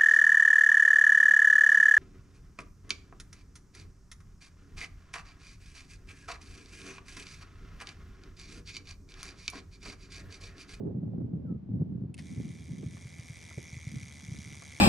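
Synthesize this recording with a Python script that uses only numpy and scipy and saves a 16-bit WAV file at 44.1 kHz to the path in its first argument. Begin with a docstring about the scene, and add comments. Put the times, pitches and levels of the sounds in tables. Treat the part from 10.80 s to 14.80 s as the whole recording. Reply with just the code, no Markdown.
"""Clockwork camera, close up

An old mechanical reflex camera fires beside a hand-held microphone outdoors. A latch and the mirror
snap, then an escapement buzzes on in quick tick-tock pairs that ring the metal case. The hand that
holds the microphone rubs, scuffs and bumps its housing, over very quiet air."""
import sys
import numpy as np
from scipy import signal
from scipy.fft import rfft, irfft
from scipy.io import wavfile

SR = 44100
rng = np.random.default_rng(int(sys.argv[2]) if len(sys.argv) > 2 else 0)


def to_wav(sig):
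    """Store sig (one row per channel, or 1-D mono) as 16-bit WAV at the path in sys.argv[1].

    Samples outside -1..1 are clipped; the rate is SR.
    """
    pcm = np.clip(np.atleast_2d(sig), -1, 1) * 32767
    pcm = np.round(pcm).astype(np.int16)
    wavfile.write(sys.argv[1], SR, pcm.T)  # frames by channels


N = 176400

# stereo width of the hand and the air, as side over mid (frequency [Hz], gain [dB])
HAND_WIDTH = [(130, -13.5), (250, -8), (450, 1), (1500, -3)]
# stereo width of the camera, as side over mid (frequency [Hz], gain [dB])
CAMERA_WIDTH = [(500, 1.5), (2200, -10.5), (9000, -15)]
# tone of skin scraping the housing (frequency [Hz], gain [dB])
SCRAPE_EQ = [(120, -20), (250, -1), (380, 0), (700, -19), (1100, -37), (2000, -54), (10000, -84)]
CLOCKWORK_START_S, BEAT_SCATTER_DB = 1.397, 1.8


def amp(db):
    return 10 ** (np.asarray(db) / 20)


def unit(x):
    return x / np.sqrt(np.mean(x ** 2))


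def curve(rows, column=1):
    """One column of a table as an automation line."""
    rows = np.array(rows)
    return np.interp(np.arange(N) / SR, rows[:, 0], rows[:, column])


def wander(per_s, count=1000):
    """Random values joined by straight lines."""
    return np.interp(np.arange(N) / SR * per_s, np.arange(count), rng.standard_normal(count))


def eq(x, points):
    """Minimum-phase EQ through (frequency [Hz], gain [dB]) points."""
    hz, db = np.array(points).T
    f = np.maximum(np.fft.rfftfreq(2 * N, 1 / SR), 1)
    cepstrum = irfft(np.log(amp(np.interp(np.log(f), np.log(hz), db))))
    cepstrum[1:N] *= 2
    cepstrum[N + 1:] = 0
    return irfft(rfft(x, 2 * N) * np.exp(rfft(cepstrum)))[:N]


def resonate(x, modes, width_hz):
    """Equally wide resonances, neighbours swinging in opposite polarity."""
    return sum((-1) ** k * amp(db) * signal.lfilter(*signal.iirpeak(hz, hz / width_hz, SR), x)
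               for k, (hz, db) in enumerate(modes))


def pulses(times, sizes):
    """Single impulses at the given times."""
    inside = (times >= 0) & (times < (N - 1) / SR)
    return np.bincount((times[inside] * SR).astype(int), sizes[inside], N)


def burst(start, t60, attack_s=.00031):
    """The dying rattle of one contact."""
    age = np.maximum(np.arange(N) / SR - start, 0)
    return rng.standard_normal(N) * (1 - np.exp(-age / attack_s)) * np.exp(-np.log(1000) * age / t60)


def contacts(hits, tone):
    """Bursts at (time [s], level [dB], t60 [s]), EQ'd without changing their overall level."""
    force = sum(amp(db) * burst(start, t60) for start, db, t60 in hits)
    return unit(eq(force, tone)) * force.std()


def stereo(mid, side, width, pan_db=0):
    """Mid/side spread; a positive pan leans left."""
    sign = np.array([[1], [-1]])
    return (mid + sign * eq(side, width)) * amp(sign * pan_db / 2)


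def outdoor_air():
    """A faint, even bed of low noise."""
    # tone of the air (frequency [Hz], gain [dB])
    air_eq = [(25, -28.5), (80, 17.5), (300, -14), (700, -17), (1200, -27), (5000, -44.5), (12000, -61)]
    mid, side = (unit(eq(rng.standard_normal(N), air_eq)) for _ in range(2))
    return amp(-52) * stereo(mid, side, HAND_WIDTH)


def hand_rub(slips_per_s=900, spread_db=3, catch_db=3.5):
    """Skin sticks and slips on the microphone housing in dense, uneven little steps."""
    # fader rides of the low rub and the scratchier scrape (time [s], relative level [dB])
    rub_ride = [(0, -33.5), (.3, -36), (.4, -34), (.75, -35.5), (.79, -43), (.87, -45), (.92, -32.5),
                (1.22, -35.5), (1.4, -46.5), (1.6, -35.5), (1.87, -49), (1.92, -38.5), (2.07, -44),
                (2.22, -54), (3.03, -58), (3.14, -42), (3.38, -58.5), (3.54, -45), (4, -61)]
    scrape_ride = [(.11, -44), (.16, -56.5), (.4, -57), (.73, -55), (.82, -79), (.92, -62), (1.05, -60),
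                   (1.42, -75), (2.03, -67), (2.22, -74)]
    # tone of the low rub (frequency [Hz], gain [dB])
    rub_eq = [(30, -58.5), (65, -12.5), (110, 1.5), (170, 2), (260, -5.5), (400, -22.5), (900, -54),
              (3000, -82)]
    catching = amp(catch_db * np.tanh(2 * wander(per_s=60)))  # the skin grabs and lets go

    def slips(tone):
        steps = (rng.random(N) < slips_per_s / SR) * rng.choice([-1, 1], N)
        sizes = amp(spread_db * rng.standard_normal(N))
        return unit(eq(steps * sizes * catching, tone))
    rub = stereo(slips(rub_eq), slips(rub_eq), HAND_WIDTH, pan_db=-.5)
    scrape = stereo(slips(SCRAPE_EQ), slips(SCRAPE_EQ), HAND_WIDTH, pan_db=-8.5)
    return rub * amp(curve(rub_ride) - .5) + scrape * amp(curve(scrape_ride) + 2)


def skin_scuffs(t60_s=.058):
    """Skin brushes the housing in short strokes, off to the right."""
    # scuff cues (time [s], level [dB])
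    cues = [(.23, -42.5), (.274, -42), (.334, -41), (.378, -41), (.403, -41.5), (1.009, -42),
            (1.599, -46.5), (2.028, -42.5), (2.778, -39.5)]
    hits = [(start, db, t60_s) for start, db in cues]
    return stereo(contacts(hits, SCRAPE_EQ), contacts(hits, SCRAPE_EQ), HAND_WIDTH, pan_db=-8.5)


def grip_bumps(swell_cycles=.46):
    """Each shift of the grip swings the housing for a few cycles: a soft thump."""
    # bump cues (time [s], envelope peak [dB])
    cues = [(.381, -27.5), (0.416, -26), (0.536, -29), (.712, -27), (.723, -22.5), (.89, -29.5),
            (.916, -28.5), (1.0199, -20.5), (1.123, -25), (1.217, -26), (1.577, -26.5), (1.912, -31.5),
            (2.061, -25.5), (2.255, -33), (2.391, -32), (2.499, -33.5), (2.775, -28), (2.928, -35),
            (2.966, -34.5), (3.07, -27.5), (3.162, -26.5), (3.229, -36), (3.485, -31.5), (3.518, -28.5),
            (3.587, -35)]
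    # pitch of the housing, dropping as the grip loosens (time [s], pitch [Hz])
    housing_pitch = [(1.02, 194.4), (1.2, 144), (2.3, 123)]
    thumps = 0
    for start, db in cues:
        hz = np.interp(start, *np.array(housing_pitch).T)
        cycles = hz * np.maximum(np.arange(N) / SR - start, 0)
        envelope = cycles / swell_cycles * np.exp(1 - cycles / swell_cycles)
        thumps += amp(db) * envelope * np.sin(2 * np.pi * cycles)
    return thumps


def squeak(rest_hz=1255, fall_hz=330, fall_s=.026, waver=.014):
    """A faint, unsteady tone swells and sinks to its resting pitch before the release."""
    # fader ride of the squeak (time [s], level [dB])
    ride = [(.652, -77), (.676, -72.5), (.695, -63.5), (.78, -81.5)]
    start, end = ride[0][0], ride[-1][0]
    t = np.clip(np.arange(N) / SR, start, end)
    hz = (rest_hz + fall_hz * np.exp((start - t) / fall_s)) * (1 + waver * wander(per_s=200))
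    return amp(curve(ride)) * np.sin(2 * np.pi * np.cumsum(hz) / SR) * (t > start) * (t < end)


def shutter(ping_db=-51.5):
    """The latch lets go with a ping, levers touch, and the mirror lands against the body."""
    # snaps of the mechanism (time [s], lever level [dB], t60 [s], body over levers [dB])
    snaps = [(1.3421, -46.5, 0.026, -29), (1.3472, -70.5, 0.038, 11), (1.3673, -68, 0.081, 4.5),
             (1.3784, -53.5, 0.02, 3), (1.3851, -50, 0.02, -2), (1.3886, -54, 0.066, 8.5)]
    # tone of the small levers and of the struck body (frequency [Hz], gain [dB])
    lever_eq = [(1700, -23), (2200, 0), (2700, -5), (3300, -11.5), (4800, -9), (6000, -15), (9000, -7.5),
                (10100, -5), (11000, -26)]
    body_eq = [(850, -2), (1500, -5.5), (2100, 10.5), (3500, -2), (5200, 0.5), (7000, -10), (12000, -28)]
    # modes of the latch (frequency [Hz], gain [dB])
    latch_modes = [(2650, 5), (2790, -7)]
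    lever_hits = [(start, db, t60) for start, db, t60, _ in snaps]
    body_hits = [(start, db + weight, t60) for start, db, t60, weight in snaps]
    mid, side = (contacts(lever_hits, lever_eq) + contacts(body_hits, body_eq) for _ in range(2))
    release = pulses(np.array([snaps[0][0]]), np.ones(1))
    ping = resonate(release, latch_modes, width_hz=71)
    return stereo(mid, side, CAMERA_WIDTH) + amp(ping_db) * ping / np.abs(ping).max()


def frame_smear(x, max_delay_s=.0022, points=40):
    """Through the metal frame, each frequency arrives with its own small delay."""
    f = np.fft.rfftfreq(2 * N, 1 / SR)
    delay = np.interp(f, np.linspace(0, SR / 2, points), max_delay_s * rng.random(points))
    return irfft(rfft(x, 2 * N) * np.exp(-2j * np.pi * np.cumsum(delay) * f[1]))[:N]


def rattle(beats, chatter_s=.0032):
    """Each pallet chatters briefly on its tooth, over the hiss of the gears."""
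    contact = np.sin(np.pi * np.sqrt(np.linspace(0, 1, int(chatter_s * SR))))
    chatter = unit(np.convolve(beats, contact)[:N] * rng.standard_normal(N))
    gear_hiss = rng.standard_normal(N) * (np.arange(N) / SR > CLOCKWORK_START_S)
    return amp(-1.5) * chatter + amp(-7) * gear_hiss


def bright_ticking(tick, tock):
    """The pallets click dryly and set the gear train ringing."""
    # modes of the gear train (frequency [Hz], gain [dB])
    train_modes = [(1750, 0), (3280, 3), (3590, 2), (3895, -0.5), (4785, 0), (5710, 6), (6150, 4),
                   (6700, 2), (8030, -7.5), (8440, 0), (9050, -2.5), (10850, -4.5)]
    # tone of the dry click (frequency [Hz], gain [dB])
    click_eq = [(300, -6), (700, -8), (4100, -6.5), (6500, -5), (11200, -13), (12200, -27.5)]
    soft_tock = amp(-2.5) * tock
    force = unit(frame_smear(tick) + frame_smear(soft_tock)) + rattle(tick + soft_tock)
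    click = unit(eq(rattle(tick + soft_tock), click_eq))
    return unit(resonate(force, train_modes, width_hz=93)) + amp(1) * click


def case_ring(tick, tock, cluster_hz=(2008, 2380), long_mode_hz=2028):
    """Driven mostly by the tock, the case rings in a cluster of modes; one outlasts the rest."""
    beats = amp(-10) * tick + tock
    force = unit(beats) + amp(-8) * rattle(beats)
    cluster = signal.sosfilt(signal.butter(3, cluster_hz, "bandpass", fs=SR, output="sos"), force)
    long_mode = resonate(force, [(long_mode_hz, 0)], width_hz=20)
    return unit(unit(cluster) + amp(-9) * unit(long_mode))


def pallet_pings(beat_times, centre_hz=6200, pitch_spread=.055, swell_s=.0006):
    """A short steel ping per beat, its pitch a little different on every tooth."""
    # fader ride of the pings (time [s], relative level [dB])
    ride = [(2.05, -91), (2.5, -75), (2.81, -67), (2.87, -59.5), (3.08, -65.5), (4, -64.5)]
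    t = np.arange(N) / SR
    starts = np.sort(np.concatenate(beat_times))
    beat = np.maximum(np.searchsorted(starts, t) - 1, 0)
    age = np.maximum(t - starts[beat], 0)
    detune, accent = rng.standard_normal((len(starts), 2))[beat].T
    hz = centre_hz * (1 + pitch_spread * detune)
    envelope = amp(BEAT_SCATTER_DB * accent) * age * np.exp(-age / swell_s)
    return unit(envelope * np.sin(2 * np.pi * hz * age)) * amp(curve(ride))


def escapement(tock_lag_cycles=.38, jitter_s=.0002):
    """An anchor rocks on a toothed wheel: a bright tick, then a heavier tock that rings the case."""
    # pace of the clockwork, two beats to a tooth (time [s], rate [beats/s])
    pace = [(1.41, 168), (1.5, 179), (1.58, 167), (1.8, 173), (1.98, 146), (2.14, 177), (2.28, 177),
            (2.36, 165), (2.57, 167), (2.73, 155), (2.93, 166), (3.19, 143), (4, 146)]
    # fader rides (time [s], relative ticking level [dB], relative case ring level [dB])
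    rides = [(1.41, -73, -76), (1.48, -69.5, -63.5), (2.02, -71, -68.5), (2.2, -68.5, -63),
             (2.6, -65.5, -58), (2.97, -66, -55.5), (3.15, -66, -58), (3.45, -65, -60), (4, -63, -56.5)]
    t = np.arange(N) / SR
    cycles = np.cumsum(curve(pace) / 2) / SR
    cycles -= np.interp(CLOCKWORK_START_S, t, cycles)
    teeth = np.arange(260)
    jitter, accent = rng.standard_normal((len(teeth), 4)).T.reshape(2, 2, -1)
    beat_times = [np.interp(teeth + lag, cycles, t, right=np.inf) + jitter_s * jitter[k]
                  for k, lag in enumerate((0, tock_lag_cycles))]
    tick, tock = (pulses(beat_times[k], amp(BEAT_SCATTER_DB * accent[k])) for k in range(2))
    case = case_ring(tick, tock)
    quadrature = np.imag(signal.hilbert(case))  # a 90-degree shift widens the ring
    ringing = stereo(case, quadrature, CAMERA_WIDTH, pan_db=2) * amp(curve(rides, column=2) + 2)
    mid, side = (bright_ticking(tick, tock) for _ in range(2))
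    ticking = stereo(mid, side, CAMERA_WIDTH) * amp(curve(rides) + 5)
    running_trim = np.sqrt(np.mean(t > CLOCKWORK_START_S))  # levels count only the running time
    return running_trim * (ticking + pallet_pings(beat_times) + ringing)


def finger_knocks(t60_s=.055):
    """Fingers tap the housing with small, dull knocks."""
    # knock cues (time [s], level [dB])
    cues = [(2.029, -56.5), (2.169, -52), (2.708, -51.5), (3.82, -49.5)]
    # tone of a knock (frequency [Hz], gain [dB])
    knock_eq = [(200, -3), (1150, -1), (3000, -14), (12000, -50)]
    hits = [(start, db, t60_s) for start, db in cues]
    return stereo(contacts(hits, knock_eq), contacts(hits, knock_eq), HAND_WIDTH)


def scene():
    camera = shutter() + escapement()
    handling = hand_rub() + grip_bumps() + finger_knocks() + skin_scuffs()
    return camera + handling + squeak() + outdoor_air()


def record(dry, low_cut_hz=50, high_cut_hz=12300):
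    """The recorder cuts the deepest bass and the top of the treble."""
    thin = signal.sosfilt(signal.butter(2, low_cut_hz, "highpass", fs=SR, output="sos"), dry)
    return signal.sosfilt(signal.ellip(8, .2, 70, high_cut_hz, fs=SR, output="sos"), thin)


dry = scene()
out = record(dry)
to_wav(out)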